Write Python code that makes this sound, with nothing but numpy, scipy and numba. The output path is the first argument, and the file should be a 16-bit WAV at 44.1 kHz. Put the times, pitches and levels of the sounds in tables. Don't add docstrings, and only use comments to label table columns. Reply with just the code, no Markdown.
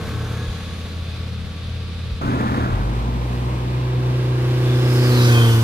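import sys
import numpy as np
from scipy import signal
from scipy.fft import rfft, irfft, next_fast_len
from scipy.io import wavfile
from scipy.ndimage import map_coordinates
from numba import njit

SR = 44100
rng = np.random.default_rng(int(sys.argv[2]) if len(sys.argv) > 2 else 0)


def bounce(signal):
    frames = np.transpose(np.atleast_2d(signal))
    limited = np.clip(frames, -1, 1)
    pcm = np.round(limited * 32767).astype(np.int16)
    wavfile.write(sys.argv[1], SR, pcm)


N = 248283
T = np.arange(N) / SR

CUT_S = 2.211
PASSES_S = 5.35
PIPE_SMEAR = 1.57


def passing_bike():
    # cycle_multiple, level_db (relative); cycle = four-stroke cycle
    exhaust_orders = [(3, -11.5), (4, 11), (6, -27), (7, -34)]
    intake_orders = [(10, -4), (11, 0.5), (12, -0.5), (14, -13), (15, -20), (16, -5.5), (17, -12),
                     (20, -21), (22, -17), (34, -19), (36, -21), (38, -20), (50, -21), (51, -21), (52, -22)]
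    bark_orders = [(8, 2), (10, -11), (12, -4), (14, -14), (15, -15), (16, -5), (18, -13), (20, -20),
                   (24, -15), (32, -21), (36, -17), (40, -14), (44, -18), (48, -20), (52, -15)]
    # freq_hz, density_db_per_hz (relative)
    tyre_colour = [(80, 6), (270, -1.5), (450, 1.5), (700, -6), (850, -3.5), (1200, -9), (1600, -7),
                   (2100, -8), (3200, -9), (5000, -16), (8000, -29), (15000, -35)]
    chain_colour = [(1500, -20), (3000, -8.5), (4500, -1.5), (6000, -0.5), (7500, -4), (10000, -2.5),
                    (12500, -3.5), (15000, -7)]
    # approach_hz, width_hz, level_db (relative)
    silencer_modes = [(1120, 170, -3), (1236, 170, -0.5), (1590, 91, -2), (1950, 120, -11)]
    # approach_hz, width_hz, loudest_s, reach_s, level_db
    metal_modes = [(2650, 21, 5.36, 0.08, -32.5), (3210, 40, 5.5, 0.06, -39.5), (3388, 40, 5.4, 0.078, -32),
                   (3720, 69, 5.45, 0.13, -39), (3500, 93, 4.7, 0.061, -43), (4010, 60, 5.215, 0.047, -35),
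                   (4210, 130, 5.19, 0.078, -34.5), (4800, 40, 5.26, 0.11, -36.5),
                   (4770, 170, 5.04, 0.12, -40.5), (5320, 80, 4.97, 0.1, -41),
                   (5360, 140, 5.25, 0.051, -37.5), (5900, 260, 5.27, 0.055, -40),
                   (6500, 350, 5.3, 0.055, -40)]
    speed_m_s, closest_m, sound_m_s = 18, 4, 343
    coast_hz, throttle_rise_hz = 115.74, 3.05
    far_lag_ms, near_lag_ms = 0.087, 0.21
    pan_db = -1.7

    along_m = speed_m_s * (T - PASSES_S)
    distance_m = np.hypot(along_m, closest_m)
    doppler = 1 / (1 + speed_m_s / sound_m_s * along_m / distance_m)
    throttle = ramp(3.62, 0.65)
    firing_hz = (coast_hz + throttle_rise_hz * throttle) * doppler
    lag_ms = far_lag_ms + (near_lag_ms - far_lag_ms) * closest_m / distance_m
    cycle = turns(firing_hz) / 4

    boom = engine(cycle, exhaust_orders, rough=0.045, rate=65, waver_db=0.45)
    intake = engine(cycle, intake_orders, rough=0.045, rate=90, waver_db=1.5, smear=PIPE_SMEAR)
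    bark = engine(cycle, bark_orders, rough=0.1, rate=110, waver_db=1.0, smear=PIPE_SMEAR)
    note = undb(beam("boom", throttle)) * boom
    note = note + undb(beam("intake", throttle)) * intake
    note = note + undb(beam("bark", throttle)) * bark

    gas = puffs(cycle, depth=0.067) * puffs(turns(firing_hz), depth=0.17)
    tyres_db = beam("tyres", throttle) + .5 * walk(15)
    tyres = undb(tyres_db) * wash(tyre_colour, 0.84 * lag_ms, pan_db, diffuse_db=-4) * gas
    chain_db = beam("chain", throttle) + 0.77 * walk(17)
    chain = undb(chain_db) * wash(chain_colour, lag_ms, pan_db, diffuse_db=13)

    sink = doppler / doppler.max()
    silencer = 0
    for hz, width_hz, db in silencer_modes:
        mode = unit(ring(rng.standard_normal(N) * gas, hz * sink, float(width_hz)))
        silencer = silencer + undb(db) * mode
    rasp = undb(beam("rasp", throttle)) * unit(silencer)
    metal = 0
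    for hz, width_hz, s, reach_s, db in metal_modes:
        mode = unit(ring(rng.standard_normal(N) * gas, hz * sink, float(width_hz)))
        chatter_db = 1.7 * walk(90)
        metal = metal + undb(db + chatter_db + falloff(s, reach_s, fall_db=12.5)) * mode

    direct = place(note + rasp, lag_ms, 0) + place(metal, 0.23, -0.95)
    scattered = undb(-12.5) * trees(note + rasp) + undb(-3.5) * trees(metal)
    return direct + scattered + tyres + chain


def beam(part, throttle):
    beams = { "boom": (-11.5, 0, 0.26, 3.5, 3.5), "intake": (-27.5, 0.6, 0.84, 17.5, 0.5),
             "bark": (-21.5, 0.04, 0.2164, 7.5, -5), "rasp": (-29, 0.01, 0.1139, 6.5, 2),
             "tyres": (-26, 0.11, 0.39, 7, -1.5), "chain": (-32, 0.02, 0.3657, 12.5, -8), }
    db, lead_s, reach_s, fall_db, throttle_db = beams[part]
    return db + falloff(PASSES_S - lead_s, reach_s, fall_db) - throttle_db * (1 - throttle)


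def unseen_engine():
    # firing_multiple, level_db (relative)
    growl_orders = [(3, -1), (4, 1), (5, -4.5), (6, -19)]
    # freq_hz, density_db_per_hz (relative)
    rattle_colour = [(25, -23), (60, -4), (110, -1), (150, -13.5), (190, -2), (280, -6.5), (400, -18),
                     (570, -14.5), (900, -15.5), (1300, -14), (2200, -36.5), (3100, -50), (6500, -46),
                     (15000, -57)]
    rolling_colour = [(50, -16), (110, 2), (250, -4), (450, -8.5), (750, -12), (1050, -9.5), (1400, -22.5),
                      (2600, -23.5), (3800, -32.5), (6000, -38.5), (9000, -42.5), (15000, -54)]
    # time_s, centre_hz
    rasp_centre = [(2.22, 1300), (2.32, 1680), (2.42, 1750), (2.6, 1770), (2.68, 1600), (2.8, 1540)]
    pull_s = 2.62
    idle_hz, rev_rise_hz, rev_lag_s, climb_hz_per_s = 35.1, 25.83, .27, 2.6

    pulling_s = np.maximum(T - pull_s, 0)
    load = ramp(pull_s + 0.085, 0.074)
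    rev_jump_hz = rev_rise_hz * (1 - np.exp(-pulling_s / rev_lag_s))
    phase = turns(idle_hz + rev_jump_hz + climb_hz_per_s * pulling_s)

    boom_db = -37 + load * (14.5 + falloff(2.84, reach_s=0.52, fall_db=6.5)) - 8 * ramp(4.9, 0.5)
    octave_db = -4.5 - 14 * ramp(3.1, 0.43)
    boom = engine(phase, [(1, 0)], rough=0.031, rate=28, waver_db=0.1)
    octave = undb(octave_db) * engine(phase, [(1.8, 0)], rough=0.11, rate=33, waver_db=3)
    growl = undb(-10.0) * engine(phase, growl_orders, rough=0.6, rate=45, waver_db=0.5)
    note = undb(boom_db) * (boom + octave + growl)

    rattle_db = -22.5 - 34 * pulling_s
    rattle = undb(rattle_db) * wash(rattle_colour, -0.454, 0.33, diffuse_db=-9.0) * puffs(phase, depth=0.14)
    rolling_db = -33 + 4 * load - 2 * pulling_s + 0.61 * walk(9)
    rolling = undb(rolling_db) * wash(rolling_colour, -0.37, 0.19, diffuse_db=-1.5) * puffs(phase, depth=0.046)

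    straining = ramp(2.11, 0.19) * (1 - ramp(2.79, .3))
    rasp_colour = [(1100, -12), (1400, 3), (1750, -9), (2200, -9), (3000, -8), (8000, -40)]
    rasp_db = -40.0 + .7 * walk(24.7)
    rasp = undb(rasp_db) * straining * wash(rasp_colour, -0.503, -.5, diffuse_db=-12)
    centre_hz = np.interp(T, *np.transpose(rasp_centre))
    grit = undb(-37.5) * straining * unit(ring(clatter(700, 3), centre_hz, 130.))
    shudder = undb(-28.0) * steady_ring(steady_ring(clatter(900, 1), 255, 120), 255, 110)
    shudder = shudder + undb(-41.5) * steady_ring(clatter(500, 1.5), 530, 230)
    panels = shudder * ramp(2.25, 0.071) * (1 - ramp(2.66, .14)) + grit + knocks()
    return place(note + panels, -0.428, 0.34) + rattle + rasp + rolling


def knocks():
    # start_s, ring_hz, decay_s, level_db
    blows = [(2.242, 130, 0.012, -18), (2.289, 275, 0.01, -19), (2.504, 200, 0.007, -17),
             (2.597, 1760, 0.005, -29), (2.643, 1550, 0.004, -20)]
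    out = 0
    for s, hz, decay_s, db in blows:
        since_s = np.maximum(T - s, 0)
        out = out + undb(db) * np.sin(2 * np.pi * hz * since_s) * np.exp(-since_s / decay_s)
    return out


def leaving_bike():
    # cycle_multiple, level_db (relative)
    exhaust_orders = [(3, 0), (4, -8), (6, -18), (8, -16), (9, -17), (11, -12.5), (12, -11.5), (13, -15),
                      (19, -25), (20, -25), (23, -25), (28, -19), (32, -20), (34, -21), (36, -24),
                      (40, -20)]
    # mesh_multiple, loudest_s, reach_s, fall_db per doubling, level_db
    whine_orders = [(2, 0.05, 0.3, 5, -44), (3, 0.33, 0.39, 15, -50)]
    # freq_hz, density_db_per_hz (relative)
    rasp_colour = [(250, 7.5), (360, -6), (455, 1.5), (700, -5), (950, -8.5), (1300, -6), (1700, -7.5),
                   (2100, -11), (5000, -19.5), (6500, -21), (8000, -28), (12000, -25.5), (15000, -35)]
    # centre_hz, width_hz, level_db (relative)
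    sizzle_bands = [(3400, 250, -1), (6460, 410, -5.5), (9400, 600, -8.5)]

    firing_hz = 153.2 + 4.1 * T
    hidden = ramp(0.48, 0.8)
    cycle = turns(firing_hz) / 4
    exhaust_db = -28.5 - 11.5 * hidden
    exhaust = undb(exhaust_db) * engine(cycle, exhaust_orders, rough=0.15, rate=60, waver_db=2.0)
    mesh = turns(firing_hz * 3.6)
    whine = 0
    for k, s, reach_s, fall_db, db in whine_orders:
        tone = engine(mesh, [(k, 0)], rough=0.3, rate=50, waver_db=1.3)
        whine = whine + undb(db + falloff(s, reach_s, fall_db)) * tone
    rasp_db = -34 - 9.5 * T + walk(11.8)
    rasp = undb(rasp_db) * wash(rasp_colour, 0.015, 0.14, diffuse_db=-7.5) * puffs(cycle, depth=0.18)
    sizzle = np.zeros((2, N))
    for side in range(2):
        for hz, width_hz, db in sizzle_bands:
            sizzle[side] += undb(db) * steady_ring(rng.standard_normal(N), hz, width_hz)
    sizzle = undb(-50) * swell(0.52, 0.36) * sizzle
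    note = exhaust + whine
    return place(note, 0.022, .8) + undb(-12) * trees(note) + rasp + sizzle


def idling_twin():
    # cycle_multiple, level_db (relative)
    exhaust_orders = [(2, -32), (3, -47), (4, -30), (5, 2), (6, -49), (7, -6), (8, -45), (9, -21),
                      (10, -11), (11, -24), (12, -11.5), (14, -17.5), (15, -33), (16, -25.5), (17, -27.5)]
    # freq_hz, density_db_per_hz (relative)
    gear_colour = [(30, -2), (60, 1.5), (130, -4), (250, -12.5), (360, -18.5), (460, -15), (650, -19.5),
                   (900, -26), (1200, -22.5), (2000, -25), (3500, -23), (7500, -40.5), (10000, -38),
                   (15000, -53)]
    cycle_hz = 16.75 * (1 + 0.0041 * walk(3.14))
    phase = turns(cycle_hz)
    exhaust = undb(-28) * engine(phase, exhaust_orders, rough=0.064, rate=33, waver_db=1.05, smear=3.493)
    gear = undb(-36.5) * wash(gear_colour, 0.036, 0.051, diffuse_db=0) * puffs(phase, depth=0.14)
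    return place(exhaust, .02, 0.91) + gear


def leaves():
    # freq_hz, density_db_per_hz (relative)
    leaf_colour = [(900, -19), (1900, -9), (2500, 2), (2900, -9), (3600, 3.5), (4800, -4.5), (6000, -16),
                   (9000, -33)]
    level_db = np.interp(T, [2.1, 2.4], [-45, -47]) + 1.5 * walk(6.01)
    return undb(level_db) * wash(leaf_colour, 0, 0.1, diffuse_db=6.5)


def breeze():
    # centre_s, length_s, level_db
    buffet_rows = [(0.501, 0.035, -24), (2.124, 0.043, -25)]
    flutter_colour = [(28, -4), (70, 6), (200, -12), (800, -58)]
    flutter = np.array([undb(-43 + 4.0 * walk(4.16)) * noise(flutter_colour) for _ in range(2)])
    buffets = sum(undb(db) * swell(s, length_s / 2) for s, length_s, db in buffet_rows)
    return flutter + buffets * noise([(35, -4), (62, 16), (100, -19), (400, -58)])


def engine(phase, orders, rough, rate, waver_db, smear=6):
    strongest = max(orders, key=lambda row: row[1])[0]
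    phase = phase + rough * walk(rate) / (2 * np.pi * strongest) / 2
    tone = 0
    for k, db in orders:
        angle = 2 * np.pi * round(k) * phase - (k / smear) ** 2
        tone = tone - undb(db + waver_db * walk(7)) * np.cos(angle)
    return unit(tone * (1 + rough * walk(rate)))


def turns(hz):
    return np.cumsum(hz) / SR


def puffs(phase, depth):
    return unit(np.exp(-depth * np.cos(2 * np.pi * phase)))


@njit
def ring(x, hz, width):
    y, band, low = np.empty(len(x)), 0., 0.
    for i in range(len(x)):
        g, k = np.tan(np.pi * hz[i] / SR), width / hz[i]
        v = (band + g * (x[i] - low)) / (1 + g * (g + k))
        band = 2 * v - band
        low = low + 2 * g * v
        y[i] = k * v
    return y


def steady_ring(x, hz, width_hz):
    return unit(ring(x, np.full(N, float(hz)), float(width_hz)))


def clatter(rate, spread_db):
    chance = rng.random(N)
    return (chance < rate / SR) * rng.standard_normal(N) * undb(spread_db * rng.standard_normal(N))


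def noise(spectrum):
    hz, db = np.transpose(spectrum)
    size = next_fast_len(N)
    f = np.maximum(np.fft.rfftfreq(size, 1 / SR), 1)
    gain = undb(np.interp(np.log(f), np.log(hz), db)) * np.minimum(f / hz[0], 1) ** 2
    return unit(irfft(rfft(rng.standard_normal(size)) * gain, size)[:N])


def wash(spectrum, lag_ms, pan_db, diffuse_db):
    high_pass = signal.butter(2, 560, "high", fs=SR, output="sos")
    scattered = signal.sosfilt(high_pass, [noise(spectrum), noise(spectrum)])
    left, right = unit(place(noise(spectrum), lag_ms, 0) + undb(diffuse_db) * scattered)
    return np.array([left * undb(pan_db / 2), right * undb(-pan_db / 2)])


def place(x, lag_ms, pan_db):
    shift = lag_ms * SR / 2000
    sides = []
    for side in (1, -1):
        moved = map_coordinates(x, [np.arange(N) - side * shift], order=3)
        sides.append(moved * undb(side * pan_db / 2))
    return np.array(sides)


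def trees(x, t60_s=0.25, scatter_hz=450):
    t = T[:SR // 2]
    tail = rng.standard_normal((2, len(t))) * undb(-60 * t / t60_s)
    tail /= np.sqrt(np.sum(tail ** 2, axis=1, keepdims=True))
    tail = signal.sosfilt(signal.butter(2, scatter_hz, "high", fs=SR, output="sos"), tail)
    return signal.fftconvolve(x[None], tail, axes=1)[:, :N]


def falloff(s, reach_s, fall_db):
    return -fall_db * np.log2(np.hypot(1, (T - s) / reach_s))


def ramp(s, length_s):
    return .5 + .5 * np.sin(np.pi * np.clip((T - s) / length_s, -.5, .5))


def swell(s, spread_s):
    return np.exp(-((T - s) / spread_s) ** 2 / 2)


def walk(rate):
    steps = rng.standard_normal(4096)
    return unit(np.interp(T * rate, np.arange(len(steps)), steps))


def undb(db):
    return 10 ** (np.asarray(db) / 20)


def unit(x):
    return x / np.sqrt(np.mean(x ** 2))


def scene():
    later = np.clip((T - CUT_S) / 0.0035, 0, 1)
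    first = idling_twin() + leaving_bike()
    second = unseen_engine() + passing_bike()
    return (1 - later) * first + later * second + breeze() + leaves()


def record(dry):
    dry = signal.sosfilt(signal.butter(4, 28, "high", fs=SR, output="sos"), dry)
    return signal.sosfilt(signal.ellip(10, .2, 80, 15500, fs=SR, output="sos"), dry)


dry = scene()
out = record(dry)
bounce(out)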